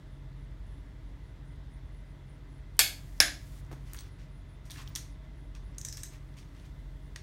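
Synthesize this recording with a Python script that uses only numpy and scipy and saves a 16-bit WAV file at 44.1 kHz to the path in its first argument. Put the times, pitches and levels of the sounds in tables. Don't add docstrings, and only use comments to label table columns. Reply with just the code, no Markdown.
import sys
import numpy as np
from scipy import signal
from scipy.fft import rfft, irfft, next_fast_len
from scipy.io import wavfile
from scipy.ndimage import uniform_filter1d, map_coordinates

SR = 44100
rng = np.random.default_rng(int(sys.argv[2]) if len(sys.argv) > 2 else 0)


def generate_wav(sig):
    pcm = np.round(np.clip(np.atleast_2d(sig).T, -1, 1) * 32767).astype(np.int16)
    wavfile.write(sys.argv[1], SR, pcm)


def gain_from_db(level_db):
    decades = np.asarray(level_db, float) / 20
    return 10 ** decades


N = 318402


def unit(x):
    return x / np.sqrt(np.mean(x ** 2) + 1e-20)


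def along(points, hz):
    f, v = np.transpose(points)
    return np.interp(np.log(hz + 1), np.log(f + 1), v)


def wobble(rate):
    knots = rng.standard_normal(int(N * rate / SR) + 4)
    return map_coordinates(knots, [np.arange(N) * rate / SR])


def swell(start, top, end, soft):
    ramp = np.interp(np.arange(N) / SR, (start, top, max(end, top + .001)), (0, 1, 0))
    return np.sin(np.pi / 2 * ramp) ** soft


def filtered(x, response):
    m = next_fast_len(len(x) + 8192)
    spectrum = rfft(x, m) * response(np.fft.rfftfreq(m, 1 / SR))
    return irfft(spectrum, m)[:len(x)]


def resonance(centre_hz, width_hz):
    return lambda f: 1j * f * width_hz / (centre_hz ** 2 - f * f + 1j * f * width_hz)


def body(modes):
    return lambda f: sum((-1) ** k * gain_from_db(db) * resonance(hz, width)(f)
                         for k, (hz, width, db) in enumerate(modes))


def causal(points):
    def response(f):
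        cep = irfft(np.log(gain_from_db(along(points, f)) + 1e-6))
        half = len(cep) // 2
        cep[1:half] *= 2
        cep[half + 1:] = 0
        return np.exp(rfft(cep))
    return response


LIFE = 17000


def blow(colour, rise, t60):
    t = np.arange(LIFE) / SR
    z = rfft((1 - np.exp(-t / rise)) * gain_from_db(-60 * t / t60) * rng.standard_normal(len(t)))
    even = irfft(z / uniform_filter1d(np.abs(z), size=110), len(t)) * (t < 2 * t60)
    x = filtered(even, colour)
    return x / np.abs(x).max()


def ringing(modes, rise, unsteady):
    t = np.arange(LIFE) / SR
    drift = unsteady * np.cumsum(rng.standard_normal((len(modes), LIFE)), axis=1)
    partials = sum(gain_from_db(db - 60 * t / t60) * np.sin(2 * np.pi * hz * t + d)
                   for (hz, db, t60), d in zip(modes, drift))
    return (1 - np.exp(-t / rise)) * partials


# [Hz, s]
GARAGE_DECAY = [(300, 0.55), (790, 0.36), (2090, 0.33), (5510, 0.34), (14600, 0.26)]
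# [s, dB]
NEAR_WALLS = [(.0047, -13), (.0065, -17.5), (0.011, -12.5), (0.022, -21)]


def in_garage(x, colour, room_db, arrive=0.0047):
    hz, t, z = signal.stft(rng.standard_normal(len(x)), SR, nperseg=256)
    fading = z * gain_from_db(-60 * t / along(GARAGE_DECAY, hz)[:, None])
    tail = signal.istft(fading, SR, nperseg=256)[1][:len(x)]
    build_up = 1 - np.exp(-(np.arange(len(x)) / SR / arrive) ** 2)
    tail = filtered(tail * build_up, colour)
    out = x + gain_from_db(room_db) * tail * np.linalg.norm(x) / np.linalg.norm(tail)
    for delay, db in NEAR_WALLS:
        out += gain_from_db(db + room_db) * np.roll(x, round(delay * SR))
    return out


def add(track, s, x):
    track[round(s * SR):][:len(x)] += x


# [s, s, dB]
GATE_OPEN = [
    (2.8, 3.612, -66.5),
    (5.79, 7.4, -79),
    (3.4, 4.1, -78.5),
]


def hiss():
    t = np.arange(N) / SR
    gate = sum(gain_from_db(db) * np.interp(t, (start, start + .03, end - .008, end), (0, 1, 1, 0))
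               for start, end, db in GATE_OPEN)
    return gate * unit(filtered(rng.standard_normal(N), resonance(6000, 9000)))


# [Hz, dB per Hz]
AIR_COLOUR = [(15, -33.5), (25, -1.5), (63, -9), (150, -9), (214, -21), (288, -21.5), (445, -30.5),
              (634, -33.5), (746, -37), (1900, -34), (2270, -40.5), (3510, -42), (9580, -57.5),
              (15200, -64), (16500, -73)]
# [Hz, Hz, dB]
FAN_DRONES = [(287, 100, -64), (628.5, 29, -73), (936, 190, -72.5), (2037, 54, -75), (3500, 310, -78)]


def air():
    z = signal.stft(rng.standard_normal(N), nperseg=512)[2]
    field = uniform_filter1d(uniform_filter1d(rng.standard_normal(z.shape), 6, 0), 14, 1)
    patchy = signal.istft(z * gain_from_db(0.98 * unit(field)), nperseg=512)[1][:N]
    rumble = unit(filtered(patchy, lambda hz: gain_from_db(along(AIR_COLOUR, hz))))
    drones = sum(gain_from_db(db + 0.47 * wobble(2.7))
                 * unit(filtered(rng.standard_normal(N), resonance(hz, width)))
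                 for hz, width, db in FAN_DRONES)
    return gain_from_db(-51.0) * rumble + drones


SHAFT_HZ = 11.33
FIRING_DB, DOUBLE_DB, TRIPLE_DB = -48, -57.5, -56
LOPE_SHARE = .12
BEAT_S, BEAT_TOP_S, BEAT_DB = 1.15, .3, 3
# [s, dB]
FIRING_LOPE = [(0.0, -53.5), (0.18, -55.5), (1.63, -48.5), (2.43, -61.5), (2.53, -55), (2.87, -61.5),
               (3.7, -46), (4.28, -61), (5.51, -47.5), (5.77, -53), (5.89, -47), (6.11, -62.5),
               (6.25, -48.5), (6.6, -66), (6.66, -49), (7.22, -56)]
# [-, dB]
WEAK_ORDERS = [(6, -59.5), (7, -69.5), (9, -68), (10, -65), (11, -74), (15, -68.5), (25, -69.5)]


def engine():
    t = np.arange(N) / SR
    turn = 2 * np.pi * np.cumsum(SHAFT_HZ * (1 + 0.00406 * wobble(1.4))) / SR
    beat_db = BEAT_DB * np.cos(2 * np.pi * (t - BEAT_TOP_S) / BEAT_S)
    lope_db = np.interp(t, *np.transpose(FIRING_LOPE))
    follow_db = LOPE_SHARE * (lope_db - lope_db.mean())
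    levels = FIRING_DB + follow_db, lope_db, DOUBLE_DB, TRIPLE_DB + beat_db + follow_db
    orders = list(zip((4, 5, 8, 12), levels)) + WEAK_ORDERS
    out = np.zeros(N)
    for k, db in orders:
        strength = np.sqrt(2) * gain_from_db(db + 2.3 * wobble(5.4))
        out += strength * np.sin(round(k) * turn + rng.uniform(0, 6.02) + 0.89 * wobble(3.5))
    return out


BURST_SOFT, WING_REST_DB = 0.49, -99
# [s, s, dB]
WING_BURSTS = [(.07, 0.13, -82), (0.356, 0.11, -81), (.62, .2, -81), (.85, .05, -89), (1.06, .07, -87),
               (1.22, 0.11, -81), (1.44, .13, -81), (1.69, 0.1, -80), (1.84, .06, -87), (1.92, .1, -80),
               (2.04, .13, -85), (2.26, 0.11, -80), (2.487, .13, -81), (2.737, 0.092, -81),
               (3.5, 0.16, -80), (3.81, 0.1, -77), (4.069, .11, -79), (4.298, 0.13, -79), (4.47, .1, -78),
               (5.078, .08, -79), (5.35, .14, -81), (5.63, 0.1, -80), (6.26, .08, -83), (6.405, .05, -82),
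               (6.57, .075, -78), (6.78, .05, -85.5), (7.015, 0.081, -81)]


def insect():
    clicks = rng.standard_normal(N) * gain_from_db(3 * wobble(400))
    lower, upper = (unit(filtered(clicks, lambda f: resonance(hz, 520)(f) ** 2)) for hz in (9550, 9850))
    rise = np.clip(.5 + 0.68 * wobble(9.0), 0, 1)
    effort = gain_from_db(WING_REST_DB) + sum(gain_from_db(db + 0.5) * swell(s, s + .4 * length, s + length, BURST_SOFT)
                                     for s, length, db in WING_BURSTS)
    return effort * unit((1 - rise) * lower + rise * upper)


STROKE_SOFT = 2.2
# level_db of each of the four pitch regions, low to high [dB]
SKIN_COLOUR = (-4, 1.5, 0, -11)
# [s, s, s, dB, dB]
HAND_STROKES = [(3.513, 3.539, 3.7, -72, -2), (3.606, 3.687, 3.9, -86, -14), (3.83, 3.892, 4, -66, 1),
                (3.98, 4.027, 4.15, -70.5, -1), (4.167, 4.198, 4.32, -70.5, -3.5),
                (4.63, 4.664, 4.7, -70, -0.5), (4.7, 4.745, 4.9, -63, 4), (4.754, 4.797, 4.87, -59, -4),
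                (4.735, 4.76, 4.8, -73, 2), (4.8, 4.816, 4.87, -81, 1), (4.837, 4.876, 5.03, -67.5, -1.5),
                (5.015, 5.052, 5.2, -73.5, -2), (5.195, 5.257, 4.5, -76, -5.5),
                (5.54, 5.555, 5.6, -67.5, -6.5), (5.624, 5.78, 6.6, -77.5, -5), (6.1, 6.137, 6.2, -65, 1),
                (6.356, 6.38, 6.46, -66, -2), (6.53, 6.559, 6.84, -72.5, -2), (6.64, 6.655, 6.68, -73, 0)]


def hand():
    def band(hz, share):
        grain = rng.standard_normal(N) * gain_from_db(1.2 * wobble(300) + 1.2 * wobble(60))
        return unit(filtered(grain, lambda f: resonance(hz, share * hz)(f) ** 2))
    regions = np.array([band(1120, 0.69), band(2260, 1.0), band(5100, 1.0), band(12000, 0.99)])
    place = np.arange(len(regions)) - (len(regions) - 1) / 2
    speed = np.array([swell(start, top, end, STROKE_SOFT) for start, top, end, _, _ in HAND_STROKES])
    gains = np.array([gain_from_db(db + np.array(SKIN_COLOUR) + bright_db * place)
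                      for *_, db, bright_db in HAND_STROKES])
    return np.sum(regions * (gains.T @ speed), axis=0)


# [s, peak dB]
STAND_KNOCKS = [
    (3.7134, -39.5),
    (3.728, -40.5),
]


def thud():
    out, colour = np.zeros(N + SR), resonance(325, 130)
    for s, db in STAND_KNOCKS:
        add(out, s, gain_from_db(db) * in_garage(blow(colour, rise=.001, t60=0.034), colour, room_db=-13))
    return out[:N]


# [s, peak dB, Hz]
RIM_CATCHES = [(3.7135, -42, 1200), (3.72, -50, 1750), (3.729, -50, 1560), (4.7, -41, 3620),
               (4.717, -34, 3400), (4.7503, -49, 1630), (4.7593, -46, 1670), (4.77, -48, 1900),
               (4.7807, -47, 2600), (4.787, -48, 1500), (4.7935, -46, 1100), (4.7985, -48, 2200),
               (4.8052, -45.5, 1900), (4.8175, -47, 1800), (4.826, -50.5, 1400), (4.835, -49, 1900),
               (4.876, -42, 3100)]


def scuffs():
    out = np.zeros(N + SR)
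    for s, db, hz in RIM_CATCHES:
        modes = [(hz, 0, .009), (1.9 * hz, -5, .005), (3.0 * hz, -9, .004)]
        add(out, s, gain_from_db(db - 2) * ringing(modes, rise=.0002, unsteady=0.092))
    return out[:N]


# [s, dB]
SOCKET_SEATS = [
    (3.9886, -51.5),
    (4.007, -61),
]
# [Hz, dB, s]
WALL_MODES = [(4400, 2, .025), (6000, -4, 0.18), (8200, 0, .13), (12200, -13, .08)]


def socket_wall():
    out = np.zeros(N + SR)
    for s, db in SOCKET_SEATS:
        add(out, s, gain_from_db(db) * ringing(WALL_MODES, rise=.0005, unsteady=.11))
    return out[:N]


BUILD_SHARE = .06
FUZZ = .4
# [s, Hz, dB, s]
FREE_PARTIALS = [(3.9337, 12000, -42, 0.01), (3.9472, 1490, -52, .022), (3.9729, 4300, -46, .01),
                 (3.9879, 5030, -42, 0.015), (4.0066, 4200, -42, .011), (4.6998, 4600, -46, .01),
                 (4.7135, 9200, -48, .015), (4.7162, 5900, -46, .01), (4.8754, 3200, -48, .01),
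                 (4.8754, 5600, -46, .01), (5.7465, 5600, -62, .02), (7.16, 1900, -40, 0.027),
                 (7.159, 4400, -40.5, .025), (4.9522, 5660, -29, 0.015), (4.9588, 8650, -36, .02),
                 (4.9615, 6950, -40, .03), (4.961, 3450, -36.5, .03), (4.964, 6050, -45, .22),
                 (4.964, 5560, -49, 0.18), (4.964, 6800, -47, .2), (5.7828, 6600, -30, 0.014),
                 (5.7828, 9200, -38, .016), (5.7828, 6700, -50, .25), (5.8126, 6400, -40, .02),
                 (5.8126, 5500, -42, .02), (5.8126, 6280, -50, .25), (5.849, 6000, -45, .28),
                 (5.849, 8000, -31, 0.018), (5.849, 7080, -48, 0.2), (5.849, 6180, -41, .016),
                 (5.8857, 5750, -36, .02), (5.8856, 6070, -51, .28), (5.8852, 5160, -51, 0.18),
                 (5.8852, 8400, -37, 0.018), (5.8852, 7400, -51, 0.18), (5.9257, 5320, -47, 0.28),
                 (5.9258, 6500, -38, .018), (5.926, 4000, -47, 0.018), (5.9258, 5300, -38, .018),
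                 (5.9258, 7600, -44, .016), (5.9705, 5660, -36, .02), (5.971, 5400, -58, .3),
                 (5.971, 7440, -52, 0.26), (5.971, 8200, -53, .3), (6.0327, 6400, -50, 0.3),
                 (6.0327, 8050, -50, .28), (6.033, 8860, -37, .018), (6.0327, 6400, -35, .02),
                 (6.0327, 8200, -35, .02)]


def chimes():
    out = np.zeros(N + SR)
    for s, hz, db, t60 in FREE_PARTIALS:
        rise = .0003 + BUILD_SHARE * max(t60 - .045, 0)
        add(out, s, ringing([(hz, db, t60)], rise, unsteady=0.038 + FUZZ * t60))
    return out[:N]


PING_WIDTH, CLINK_WIDTH, KNOCK_WIDTH = 0.78, 1.6, 4.7
# start_s, level_db, pitch_hz, room_db, thud_db [s, peak dB, Hz, dB, dB] # narrow pings of the
SOCKET_PINGS = [(3.179, -51.5, 5310, -6, -31), (3.6645, -63, 7480, -6, -30), (3.714, -44.5, 704, 5, -20),
                (3.9472, -41.5, 1660, -15, -5), (3.9655, -43, 6500, -1, -10), (3.9729, -44, 4200, -4, -8),
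                (3.982, -44, 3000, 5, -10), (3.9879, -35.5, 5000, -4, -6), (4.6995, -39.5, 3960, 9.5, 2),
                (4.7162, -36, 6000, -5, -15), (4.8754, -42, 4300, -3, -20), (4.709, -35.5, 3540, -6, -15),
                (4.7135, -41, 9200, 2, -20), (4.759, -44, 1700, -4, -15), (4.817, -47, 7200, -2, -20),
                (4.886, -54, 8000, -2.5, -19.5), (6.386, -47.5, 5500, 2, -20), (6.3885, -53, 2800, -2, -20),
                (6.428, -51, 2200, -4, -20), (6.565, -56, 4500, -4, -15), (6.34, -57, 4500, -5.5, -12),
                (7.1604, -39.5, 2123, 2, -25)]
BOLT_CLINKS = [(2.768, -52, 10950, -6.5, -35), (3.648, -56, 6500, -10, -19.5), (3.9337, -33, 9900, -4, -4),
               (3.9447, -36, 11100, 3.5, 7), (4.0065, -43, 9000, -8, 2), (4.1965, -53.5, 4500, 7, -5),
               (4.6545, -52.5, 8000, 11, 0), (4.9522, -27.5, 6550, 4, -11), (4.9585, -21, 6400, -11, -20),
               (5.551, -43.5, 4970, 0.5, -6), (5.979, -41, 3400, 1, 5), (6.3684, -54.5, 6030, 14, -6),
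               (6.5487, -56, 4500, -3, -4), (6.5974, -53, 3500, -1, -4), (7.16, -30.5, 5200, -3, -1)]
CASTING_KNOCKS = [
    (3.7124, -56, 6000, 16, -3),
    (3.7267, -40.5, 6000, 1, 11),
    (4.706, -36, 9000, 1, -17),
    (4.9606, -22.5, 5300, 0, -0.5),
]
# [Hz, Hz, dB]
SOCKET_MODES = [(1710, 240, -0.5), (3400, 416, 2.5), (4500, 540, 0.5), (5680, 300, 3.5), (6600, 350, 2),
                (8400, 210, 2.5), (9640, 350, 1), (12000, 550, -3), (14170, 500, -8.5)]
# [s, s, Hz, dB]
SLIP_SQUEAKS = [
    (3.965, 4.042, 15760, -62),
    (4.0, 4.09, 15200, -80),
    (2.779, 2.792, 3050, -59),
    (4.875, 4.9, 15180, -62),
    (4.915, 4.94, 15180, -76),
]


def socket():
    out, t = np.zeros(N + SR), np.arange(N) / SR
    socket_body = body(SOCKET_MODES)
    casting = resonance(1500, 2000)
    kinds = (SOCKET_PINGS, PING_WIDTH), (BOLT_CLINKS, CLINK_WIDTH), (CASTING_KNOCKS, KNOCK_WIDTH)
    for contacts, width in kinds:
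        for s, db, hz, room_db, thud_db in contacts:
            def colour(f):
                steel = resonance(hz, width * hz)(f) ** 3 * (0.37 + np.abs(socket_body(f)))
                return steel - gain_from_db(thud_db - 1.0) * casting(f) ** 2
            touch = blow(colour, rise=0.0003, t60=.0075)
            add(out, s, gain_from_db(db) * in_garage(touch, colour, room_db - 3.0, arrive=0.0045))
    flutter, waver = wobble(60), wobble(80)
    for start, end, hz, db in SLIP_SQUEAKS:
        strength = gain_from_db(db + 1.5 * flutter) * swell(start, (start + end) / 2, end, soft=.31)
        out[:N] += strength * np.sin(2 * np.pi * hz * t + .8 * waver)
    return out[:N]


TOOTH_ECHO_S, TOOTH_ECHO_DB = .0018, -3.5
# [s, peak dB, Hz, dB, dB]
RATCHET_TEETH = [
    (5.7463, -60, 4700, -2, -4),
    (5.7827, -30.5, 6640, -1, -13),
    (5.813, -33.5, 6000, -2.5, 0),
    (5.849, -27.5, 6150, 1, -3),
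    (5.885, -33, 5700, 2.5, 0),
    (5.9257, -33.5, 5300, 3, 5),
    (5.9706, -33.5, 5700, 2.5, 7),
    (6.033, -31, 6300, 2, 14),
]
# [-, -, dB]
PAWL_MODES = [(1, 0.067, 13.5), (.9, 0.028, -12.5), (1.12, .04, -4.5), (1.41, 0.036, 2), (.62, 0.039, -8),
              (1.84, .035, -3)]
# [Hz, Hz, dB]
HEAD_MODES = [(1780, 290, 6), (4000, 340, 0), (5200, 250, 0.5), (5700, 150, 0), (6400, 350, 1),
              (7200, 200, 3), (8000, 350, 2.5), (9000, 270, 0), (9500, 240, -1), (11930, 350, -3),
              (13250, 350, 1), (14200, 280, -18)]


def ratchet():
    out = np.zeros(N + SR)
    head = body(HEAD_MODES)
    for s, db, hz, room_db, head_db in RATCHET_TEETH:
        pawl = body([(k * hz, share * hz, level) for k, share, level in PAWL_MODES])

        def colour(f):
            parts = gain_from_db(-24) + np.abs(pawl(f)) + gain_from_db(head_db) * np.abs(head(f))
            return resonance(7000, 16000)(f) * parts
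        tick = blow(colour, rise=0.0004, t60=0.0073)
        tooth = tick + gain_from_db(TOOTH_ECHO_DB) * np.roll(tick, round(TOOTH_ECHO_S * SR))
        add(out, s, gain_from_db(db + 1.0) * in_garage(tooth, colour, room_db - 4.5, arrive=0.0057))
    return out[:N]


BETWEEN, RING_DB = .55, -23.5
# [s, peak dB, dB]
WRENCH_CLICKS = [
    (2.7913, -2.5, -1),
    (3.2021, -5.5, -0.5),
]
# [s, dB]
PAWL_REBOUNDS = [
    (.0043, -7.5),
    (.0062, -19.5),
]
# [Hz, dB, s]
BREAK_RING = [(1770, -9, 0.25), (2206, -9.5, 0.22), (2370, -1, 0.14), (3350, -8.5, 0.25), (4360, -4, .26),
              (4470, -3.5, .33), (4560, 0, 0.18), (4500, -8, 0.22), (5300, -9, 0.3), (7160, -6, 0.3),
              (8400, -9.5, 0.2), (10820, -3, 0.24), (13100, -10.5, .22), (13830, -15.5, .25)]
SNAP_RING = [(740, -19.5, 0.25), (1610, -9, .3), (1700, -4, 0.34), (1736, -9.5, 0.3), (2200, -7, 0.25),
             (3470, -2, 0.15), (5410, 34.5, 0.0061), (5185, -9, .24), (6080, -14, 0.2), (6600, -7, 0.23),
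             (9610, -11.5, .2), (10800, -2.5, 0.199), (11200, -5, 0.15)]
# [Hz, dB per Hz]
BREAK_COLOUR = [(150, -46.5), (250, -21.5), (1550, -4), (2530, -5), (2910, -4), (4340, -3), (5540, -0.5),
                (6140, -5), (6700, -5.5), (8260, 3.5), (10400, -11), (12500, 0), (16000, -22)]
SNAP_COLOUR = [(150, -37.5), (250, -23.5), (988, -16.5), (1580, -12), (2440, -6.5), (3060, -18),
               (3400, -10.5), (4570, -8.5), (5440, -6.5), (7310, -17.5), (11300, -10.5), (13700, -29.5),
               (16000, -30.5)]
# [Hz, dB per Hz]
BREAK_ROOM = [(120, -46.5), (200, -12), (269, -34), (323, -7.5), (403, -21.5), (739, -4.5), (992, -18.5),
              (1630, -7), (1930, -12.5), (2190, -2.5), (4490, -9), (5600, -9), (12600, -9), (16300, -14.5)]
SNAP_ROOM = [(120, -46), (200, -19), (329, -8.5), (425, -29), (638, -6.5), (992, -17), (1410, -12.5),
             (1600, -8.5), (2300, -12), (2950, -13), (3410, -13.5), (5300, -12.5), (10300, -17.5),
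             (11600, -17.5), (16300, -32.5)]
# [Hz, Hz, dB]
TUBE_LOADED = [(1670, 120, 2.5), (2200, 120, -0.5), (2470, 170, -2.5), (3400, 190, 3.5), (4500, 350, 5.5),
               (5273, 200, -1), (6060, 200, -3), (6780, 350, 0.5), (8250, 450, -2.5), (9600, 350, -4.5),
               (11300, 270, -0.5), (12460, 450, 2.5)]
TUBE_FREE = [(1630, 160, 4), (2226, 250, 1.5), (2700, 260, -3.5), (3450, 153, 2), (4000, 300, -0.5),
             (5200, 370, 2), (6070, 151.3, -4), (6550, 250, 0.5), (7200, 200, -4.5), (9590, 350, -10),
             (10800, 200.4, 3.5), (12530, 450, -9)]


def wrench():
    out = np.zeros(N + SR)
    parts = ((BREAK_RING, BREAK_COLOUR, BREAK_ROOM, TUBE_LOADED),
             (SNAP_RING, SNAP_COLOUR, SNAP_ROOM, TUBE_FREE))
    for click, rebound, (modes, colour, tail, tube) in zip(WRENCH_CLICKS, PAWL_REBOUNDS, parts):
        s, db, room_db = click
        again, again_db = rebound

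        def banded(f):
            return gain_from_db(along(tail, f)) * (BETWEEN + np.abs(body(tube)(f)))
        hit = blow(causal(colour), rise=0.0007, t60=0.015)
        both = hit + gain_from_db(again_db) * np.roll(hit, round(again * SR))
        crack = in_garage(both, banded, room_db)
        ring = gain_from_db(RING_DB) * ringing(modes, rise=0.0007, unsteady=0.064)
        add(out, s, gain_from_db(db) * (crack + ring))
    return out[:N]


def scene():
    background = hiss() + air() + engine() + insect()
    handling = hand() + thud() + scuffs() + socket_wall() + chimes() + socket()
    return (background + handling + ratchet() + wrench())[None]


def top_cut(x):
    return signal.sosfilt(signal.butter(12, 16790, fs=SR, output="sos"), x)


def record(dry):
    cut = signal.butter(7, 39, "high", fs=SR, output="sos")
    top = signal.butter(30, 15950, fs=SR, output="sos")
    mix = signal.sosfilt(top, signal.sosfilt(cut, dry))
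    return top_cut(mix)


dry = scene()
out = record(dry)
generate_wav(out)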